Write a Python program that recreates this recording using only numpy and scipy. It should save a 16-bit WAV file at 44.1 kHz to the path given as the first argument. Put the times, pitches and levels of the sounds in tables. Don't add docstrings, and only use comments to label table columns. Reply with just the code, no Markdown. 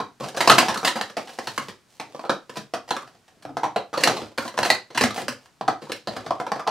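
import sys
import numpy as np
from scipy import signal
from scipy.fft import rfft, irfft, next_fast_len
from scipy.io import wavfile
from scipy.ndimage import uniform_filter1d

SR = 44100
rng = np.random.default_rng(int(sys.argv[2]) if len(sys.argv) > 2 else 0)


def materialize(psi):
    bounded = np.clip(np.atleast_2d(psi).T, -1, 1)
    quanta = np.round(bounded * 32767).astype(np.int16)
    wavfile.write(sys.argv[1], SR, quanta)


N = 295558


def gain_of(db):
    return np.exp(np.asarray(db) * np.log(10) / 20)


def evened(x):
    return x / np.sqrt(np.mean(x ** 2) + 1e-20)


def read(points, hz):
    f, value = np.transpose(points)
    return np.interp(np.log(hz + 1), np.log(f + 1), value)


def add(mix, s, sound):
    part = mix[round(s * SR):][:len(sound)]
    part += sound[:len(part)]


def colour(x, db_at):
    size = next_fast_len(x.shape[-1])
    gain = gain_of(db_at(np.fft.rfftfreq(size, 1 / SR)))
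    return irfft(rfft(x, size) * gain, size)[..., :x.shape[-1]]


def flattened(x):
    spectrum = rfft(x)
    power = uniform_filter1d(abs(spectrum) ** 2, size=3)
    return irfft(spectrum / np.sqrt(power + 1e-9))


# (frequency [Hz], relative density [dB per Hz])
HUSH_COLOUR = [(20, -13), (50, -10.5), (120, 4), (250, -2), (600, -6.5), (1400, -7.5), (3000, -12.5),
               (5000, -13), (8000, -17), (15500, -29.5)]
HUSH_DB = -62


def hush():
    mid, side = rng.standard_normal((2, N))
    pair = np.array([mid + 0.52 * side, mid - 0.29 * side])
    return gain_of(HUSH_DB) * evened(colour(pair, lambda f: read(HUSH_COLOUR, f)))


# (frequency [Hz], t60 [s])
ROOM_DECAY = [(100, 0.22), (300, 0.31), (700, 0.21), (2000, 0.24), (5000, 0.24), (13000, 0.17)]
# (frequency [Hz], likeness [0 to 1])
ECHO_LIKENESS = [(100, 0.67), (500, 0.91), (1500, 0.73), (4000, 0.75), (10000, 0.1)]


def tail(size=SR // 2, start=90):
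    taps = np.zeros((2, size))
    at = np.arange(start, size - 20, 20)
    at = at + rng.integers(0, 20, (2, len(at)))
    np.put_along_axis(taps, at, rng.choice([-1., 1.], at.shape), 1)
    hz, t, (a, b) = signal.stft(taps, SR, nperseg=256)
    likeness = np.clip(read(ECHO_LIKENESS, hz), 0, 1)[:, None]
    shared = np.sqrt((1 + likeness) / 2) * a
    apart = np.sqrt((1 - likeness) / 2) * b
    decay = gain_of(-60 * t / read(ROOM_DECAY, hz)[:, None])
    echoes = np.array([shared + apart, shared - apart]) * decay
    out = signal.istft(echoes, SR, nperseg=256)[1][:, :size]
    out[:, :start] = 0
    return out / np.linalg.norm(out[0])


def room(x):
    turn = 2 * np.pi * 12 * np.arange(N) / SR
    shares = [np.sqrt(2 / 3) * np.cos(turn + k * 2 * np.pi / 3) for k in range(3)]
    return sum(signal.oaconvolve((x * w)[None], tail(), axes=1)[:, :N] for w in shares)


# (frequency [Hz], level [dB])
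SCRAPE_COLOUR = [(100, -2.5), (250, -1), (700, 5), (1500, -8), (3000, -6.5), (4400, -6.5), (8000, -12.5),
                 (15000, -26)]
# (start [s], loudest [s], end [s], level [dB], brightness tilt [dB per octave])
SLIDE_ROWS = [(0.197, 0.235, 0.36, -33.5, -2), (0.37, 0.577, 0.8, -27.5, -1),
              (0.744, 0.872, 1.15, -48.5, 2.3), (1.196, 1.593, 1.76, -47.5, 1.1),
              (1.872, 1.98, 1.995, -63, 2.5), (2.0, 2.273, 2.29, -51, -1.5),
              (2.506, 2.584, 2.68, -54.5, 1.5), (2.875, 2.895, 3.2, -47, -0.2),
              (3.28, 3.531, 3.56, -63.5, -8), (3.929, 4.054, 4.33, -28, -2.5),
              (4.381, 4.39, 4.57, -44, 1.5), (4.57, 4.71, 4.75, -31, -0.1), (4.898, 5.0, 5.15, -49, -2),
              (5.139, 5.19, 5.27, -36.5, 0.7), (5.298, 5.302, 5.42, -52, 1.7),
              (5.41, 5.452, 5.51, -57.5, 0.5), (5.81, 5.918, 6.05, -50, -0.2), (6.075, 6.146, 6.7, -42, -3)]
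SLIDE_RISE_DB, SLIDE_FADE_DB, SLIDE_BEND = 8.5, 25.5, 1.39


def slide(start, top, end, db, tilt_db):
    t = np.arange(start, end, 1 / SR)
    size, luck, place, clump = rng.standard_normal((len(t), 4)).T
    catch_db = 3.5 * size ** 2 / 2 + 3. * evened(uniform_filter1d(clump, size=500))
    scrapes = luck * (place > 1.3) * gain_of(np.minimum(catch_db, 17))
    out = evened(colour(scrapes, lambda f: read(SCRAPE_COLOUR, f)))
    out = colour(out, lambda f: tilt_db * np.log2((f + 100) / 1000))
    top = np.clip(top, start + .001, end - .001)
    before = np.interp(t, [start, top], [1, 0])
    after = np.interp(t, [top, end], [0, 1])
    level_db = db - SLIDE_RISE_DB * before ** SLIDE_BEND - SLIDE_FADE_DB * after ** SLIDE_BEND
    return start, out * gain_of(level_db) * signal.windows.tukey(len(t), .04)


def decaying_tone(hz, db, t60, t):
    return gain_of(db - 60 * t / t60) * np.sin(2 * np.pi * hz * t)


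def ring(modes, t, luck, uneven_db=2., detune=.03):
    hz, db, t60 = np.transpose(modes)[:, :, None]
    weigh, tune = luck[:2, :len(modes), None]
    sign = (-1.) ** np.arange(len(modes))[:, None]
    return (sign * decaying_tone(hz * (1 + detune * tune), db + uneven_db * weigh, t60, t)).sum(0)


# (frequency [Hz], level [dB], t60 [s])
LOOSE_RIM = [(4040, -2, 0.071), (4140, -6.5, 0.076), (4330, -5, .11), (4420, -4.5, .07)]
# (time [s], level [dB], wall pitch [Hz])
LOOSE_ROWS = [(0.476, -23, 2600), (0.586, -21, 2000), (0.88, -30, 1780), (1.579, -37, 1680),
              (2.569, -42, 1570), (2.908, -31, 1770), (3.763, -35, 1250), (4.037, -15.5, 2765),
              (4.631, -24, 1790), (4.702, -16.5, 1980), (4.907, -51, 2070), (4.977, -26.5, 1600),
              (5.037, -29, 2120), (5.283, -38.5, 1600), (5.921, -38, 2440)]
LOOSE_WALL_DB, LOOSE_WALL_T60_S = 7, .025


def loose(s, db, wall_hz):
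    modes = LOOSE_RIM + [(wall_hz, LOOSE_WALL_DB, LOOSE_WALL_T60_S)]
    luck = rng.standard_normal((2, len(modes)))
    return s, gain_of(db) * ring(modes, np.arange(8192) / SR, luck, detune=.006)


# (frequency [Hz], level [dB], t60 [s])
DESK_MODES = [(62.4, -5.5, 0.22), (116.1, -8.5, 0.28), (146, -15.5, .1), (184, -9, 0.021),
              (233.4, -1.5, 0.079), (310, -4, 0.073)]


def desk(t, luck):
    return ring(DESK_MODES, t, luck[2:, 60:], detune=0.093) * (1 - np.exp(-t / 0.0059))


# (frequency [Hz], level before hardness [dB])
SNAP_COLOUR = [(1000, -16.5), (3000, 7), (6500, 9.5), (9000, 7), (12000, -0.5), (16000, -10.5)]
SNAP_SLOPE, SNAP_DB = 1.153, 14


def snap(hard_db, t, luck):
    burst = flattened(luck[2, ::-1] * gain_of(-60 * t / 0.044)) * gain_of(-60 * t / 0.1)
    return colour(burst, lambda f: read(SNAP_COLOUR, f) + SNAP_SLOPE * hard_db + SNAP_DB)


# (frequency [Hz], level [dB], t60 [s])
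BODY_MODES = [(349, -20.5, 0.038), (436, -18.5, 0.019), (530.5, -13, 0.027), (617, -11, 0.022),
              (783, -8, 0.013), (840, -11, 0.026), (981, -6, 0.01), (1088, -6.5, 0.02), (1215, -8, 0.012),
              (1435, -21.5, 0.0097)]
# (frequency [Hz], level before hardness [dB], t60 [s])
WALL_MODES = [(1444, 2.1, 0.004), (1740, 7.4, 0.0084), (1911, 1.7, 0.013), (2026, 2.5, 0.01),
              (2330, 4.1, 0.0065), (2620, 4.36, 0.0072), (3053, 0.97, 0.0053)]
# (frequency [Hz], level before hardness [dB], t60 [s])
RIM_MODES = [(3230, 1.8, 0.0034), (3815, 2.1, 0.0097), (4093, 4.9, .008), (4350, 2.5, 0.0098),
             (4610, 4.3, 0.0088), (5120, 4.7, 0.0045), (5650, 4.2, 0.0056), (6220, 3.7, 0.00097)]
WALL_SLOPE, WALL_DB = 0.96, 1.5
WALL_TOP_DB = -3
RIM_SLOPE, RIM_DB = 0.85, -3
FREE_WALL_HZ, FREE_WALL_OCTAVES = 1850, .3


def cup(air_hz, hard_db, t, luck):
    wall_db = min(WALL_SLOPE * hard_db + WALL_DB, WALL_TOP_DB)
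    rim_db = RIM_SLOPE * hard_db + RIM_DB
    wall_hz = FREE_WALL_HZ * 2 ** (FREE_WALL_OCTAVES * luck[4, 0])
    air = decaying_tone(air_hz, -3, 0.022, t)
    body = ring(BODY_MODES, t, luck[2:], uneven_db=2.5, detune=0.038)
    free = decaying_tone(wall_hz, -3, 0.014, t)
    wall = free + ring(WALL_MODES, t, luck[2:, 20:], detune=.035)
    rim = ring(RIM_MODES, t, luck[2:, 40:], detune=0.04)
    return air + body + gain_of(wall_db) * wall + gain_of(rim_db) * rim


def chatter(chatter_s, t, luck):
    touches = luck[0] * (luck[1] > 1.6) * 0.66 * np.exp(-t / max(chatter_s, .001))
    touches[0] = 1
    touches = flattened(touches) * np.exp(-t / 0.049)
    return touches / np.linalg.norm(touches)


# (time [s], strength [dB],
# trapped air pitch [Hz], weight on the desk [dB], hardness [dB], chatter decay constant [s])
BLOW_ROWS = [(0.001, -11, 1060, -14.5, -23.5, 0.014), (0.204, -20.5, 470, -3.5, -24.5, 0.04),
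             (0.238, -23.5, 866, -11, -10, 0.015), (0.286, -31, 443, -26, -0.5, 0.0028),
             (0.346, -22.5, 690, -30, -16, 0.012), (0.365, -31, 1280, -22, 4.5, 0.015),
             (0.371, -13, 700, -13, -12, 0.013), (0.406, -8, 920, -32, -7, 0.011),
             (0.475, 1, 804, -38, -12.5, 0.0048), (0.497, 3, 1280, -10.5, -9, 0.0091),
             (0.517, -2, 690, -20, -13, 0.0055), (0.582, -3, 1020, -25, -4.5, 0.014),
             (0.629, -7.5, 740, -22, -28, 0.0047), (0.683, -8, 860, -9.5, -12, 0.032),
             (0.742, -22.5, 920, -19, -2.5, .006), (0.759, -15, 1300, -15, -23.5, 0.036),
             (0.774, -26, 1200, -19, 0.5, 0.0066), (0.83, -14.5, 744, -31, -19, 0.044),
             (0.848, -10, 698, -38, -3, 0.038), (0.875, -11, 980, -37, -5, 0.015),
             (0.957, -13, 850, -12, -13, 0.03), (1.012, -15.5, 820, -17, -8, .007),
             (1.098, -29.5, 570, -12.5, -10, 0.0061), (1.168, -9, 668, -22, -18, 0.023),
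             (1.273, -30, 780, -18.5, -9, 0.014), (1.293, -27.5, 750, -24.5, -11.5, 0.015),
             (1.387, -14, 790, -15, -15, 0.0056), (1.472, -18, 875, -9.5, -8.5, 0.0087),
             (1.578, -12, 1100, -11.5, -11, 0.0044), (1.684, -25, 568, -5, -8.5, 0.01),
             (1.998, -18.5, 884, -15, -12.5, 0.013), (2.147, -20, 578, -26, -25.5, .006),
             (2.194, -22, 694, -42.5, -21.5, 0.0053), (2.24, -19, 810, -46, -38, 0.011),
             (2.25, -19.5, 560, -32.5, -25, .014), (2.295, -3.5, 643, -38.5, -21, 0.015),
             (2.495, -26, 500, -10.5, -11, 0.0051), (2.557, -26, 997, -15.5, -9.5, 0.016),
             (2.569, -19.5, 642, -5.5, -9, 0.0083), (2.737, -9.5, 686, -16.5, -17, .012),
             (2.879, -35, 760, -12.5, -11, .008), (2.89, -30, 750, -26, -9, .008),
             (2.907, -7.5, 814, -24, -17, .008), (2.965, -17.5, 1220, -25, -13.5, 0.0083),
             (3.029, -33, 1180, -9.5, -25, 0.0067), (3.075, -40, 755, -17, -10, .01),
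             (3.148, -43, 725, -24, -22, .01), (3.28, -43, 730, -23, -8, 0.0091),
             (3.424, -43.5, 1130, -10, -0.5, 0.0066), (3.451, -22.5, 690, -4, -20.5, .006),
             (3.492, -26.5, 730, -0.5, -31, .012), (3.569, -10.5, 770, -29, -21, 0.0077),
             (3.633, -5.5, 825, -21.5, -24.5, 0.018), (3.761, -5, 700, -30.5, -24, 0.008),
             (3.93, -18.5, 606, -14, -24, 0.014), (3.939, -13, 1263, -22, -21, .011),
             (3.975, -11, 593, -25.5, -14, .008), (4.007, -29, 780, -22, 1, .007),
             (4.036, -11, 520, -32, 1.5, 0.0033), (4.074, -3, 850, -17, -12.5, .005),
             (4.166, -16.5, 720, -15.5, -14, 0.0082), (4.216, -21.5, 596, 0, -17.5, 0.013),
             (4.345, -58.5, 842, 5, -6.5, .008), (4.377, -25, 1030, -31, -1.5, .009),
             (4.383, -7.5, 1410, -15, -18.5, 0.0023), (4.452, -18, 673, -14.5, -23, .009),
             (4.478, -24, 970, -29, -7.5, 0.0076), (4.541, -26.5, 520, -14, -16.5, .01),
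             (4.577, -13.5, 975, -29, -12.5, 0.011), (4.589, -8.5, 640, -10.5, -14.5, 0.0017),
             (4.63, -10.5, 867, -30, -12.5, 0.0034), (4.651, -9, 704, -21, -9.5, 0.015),
             (4.702, -6, 847, -37, -7, 0.0035), (4.71, -18, 830, -4.5, -24, 0.0035),
             (4.904, -30, 517, -18, -16, 0.0096), (4.948, -19, 730, -11, -11, 0.023),
             (4.975, -11.5, 950, -20.5, -4.5, 0.0084), (5.01, -5, 513, -8.5, -10, 0.0096),
             (5.036, -9, 717, -2, -7, 0.017), (5.106, -19.5, 1230, -25, -12, 0.0059),
             (5.161, -19.5, 730, -29, -11.5, 0.0075), (5.178, -15, 720, -25.5, -17, 0.026),
             (5.223, -27, 515, 4, -20, .008), (5.282, -15, 560, -10, -6.5, .005),
             (5.458, -43.5, 910, -33, -11, .005), (5.611, -14, 762, -12, -25, 0.007),
             (5.679, -10.5, 894, -18.5, -19, 0.0038), (5.683, -2.5, 792, -27, -26, .005),
             (5.817, -36.5, 413, -28, -12, .017), (5.821, -23.5, 507, -8.5, -18, 0.012),
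             (5.869, -32.5, 920, -24, -25, .008), (5.897, -17.5, 520, -10, -23.5, .006),
             (5.919, -21.5, 480, -31, -2.5, 0.0025), (6.073, -13, 670, -9.5, -18, 0.011),
             (6.165, -17.5, 720, -5.5, -14.5, 0.0086), (6.263, -19.5, 670, -2, -17.5, 0.011),
             (6.307, -6, 740, -23, -29.5, 0.0044), (6.4, -12.5, 727, -26, -21.5, 0.0091),
             (6.466, -16.5, 910, -29, -20.5, 0.012), (6.518, -6.5, 790, -23, -22.5, 0.0028),
             (6.556, -18, 647, -26, -23, 0.019), (6.595, -17, 1200, -31, -20, 0.01),
             (6.667, -13, 780, -28, -31, 0.0045), (6.674, -5, 860, -39, -22, 0.0095)]


def blow(row, luck):
    s, db, air_hz, desk_db, hard_db, chatter_s = row
    t = np.arange(8192) / SR
    short = t[:2048]
    struck = cup(air_hz, hard_db, short, luck) + snap(hard_db, short, luck)
    out = gain_of(desk_db) * desk(t, luck)
    add(out, 0, signal.fftconvolve(struck, chatter(chatter_s, short, luck)))
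    return s, gain_of(db) * out


PORT_LEAD = .55
LOW_CUT_HZ = 181


def scene():
    cups = np.zeros(N)
    for row, luck in zip(BLOW_ROWS, rng.standard_normal((len(BLOW_ROWS), 5, 2048))):
        add(cups, *blow(row, luck))
    for row in LOOSE_ROWS:
        add(cups, *loose(*row))
    for row in SLIDE_ROWS:
        add(cups, *slide(*row))
    wander = evened(uniform_filter1d(rng.standard_normal(N), 3000))
    lead = PORT_LEAD * wander * np.gradient(cups)
    near = np.array([cups + lead, cups - lead]) + gain_of(-2.5) * room(cups)
    low_cut = signal.butter(3, LOW_CUT_HZ, "high", fs=SR, output="sos")
    return signal.sosfilt(low_cut, near) + hush()


# (frequency [Hz], left minus right [dB])
PORT_LEAN = [(60, 8), (150, 1), (300, 2.2), (600, -0.9), (2000, -1), (10000, -1.7)]
EDGE_HZ = 15800


def record(dry):
    left = colour(dry[0], lambda f: read(PORT_LEAN, f) / 2)
    right = colour(dry[1], lambda f: -read(PORT_LEAN, f) / 2)
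    clipped = np.clip(np.array([left, right]), -1, 1)
    low_pass = signal.firwin(255, EDGE_HZ, window=("kaiser", 6), fs=SR)
    return signal.oaconvolve(clipped, low_pass[None], "same")


dry = scene()
out = record(dry)
materialize(out)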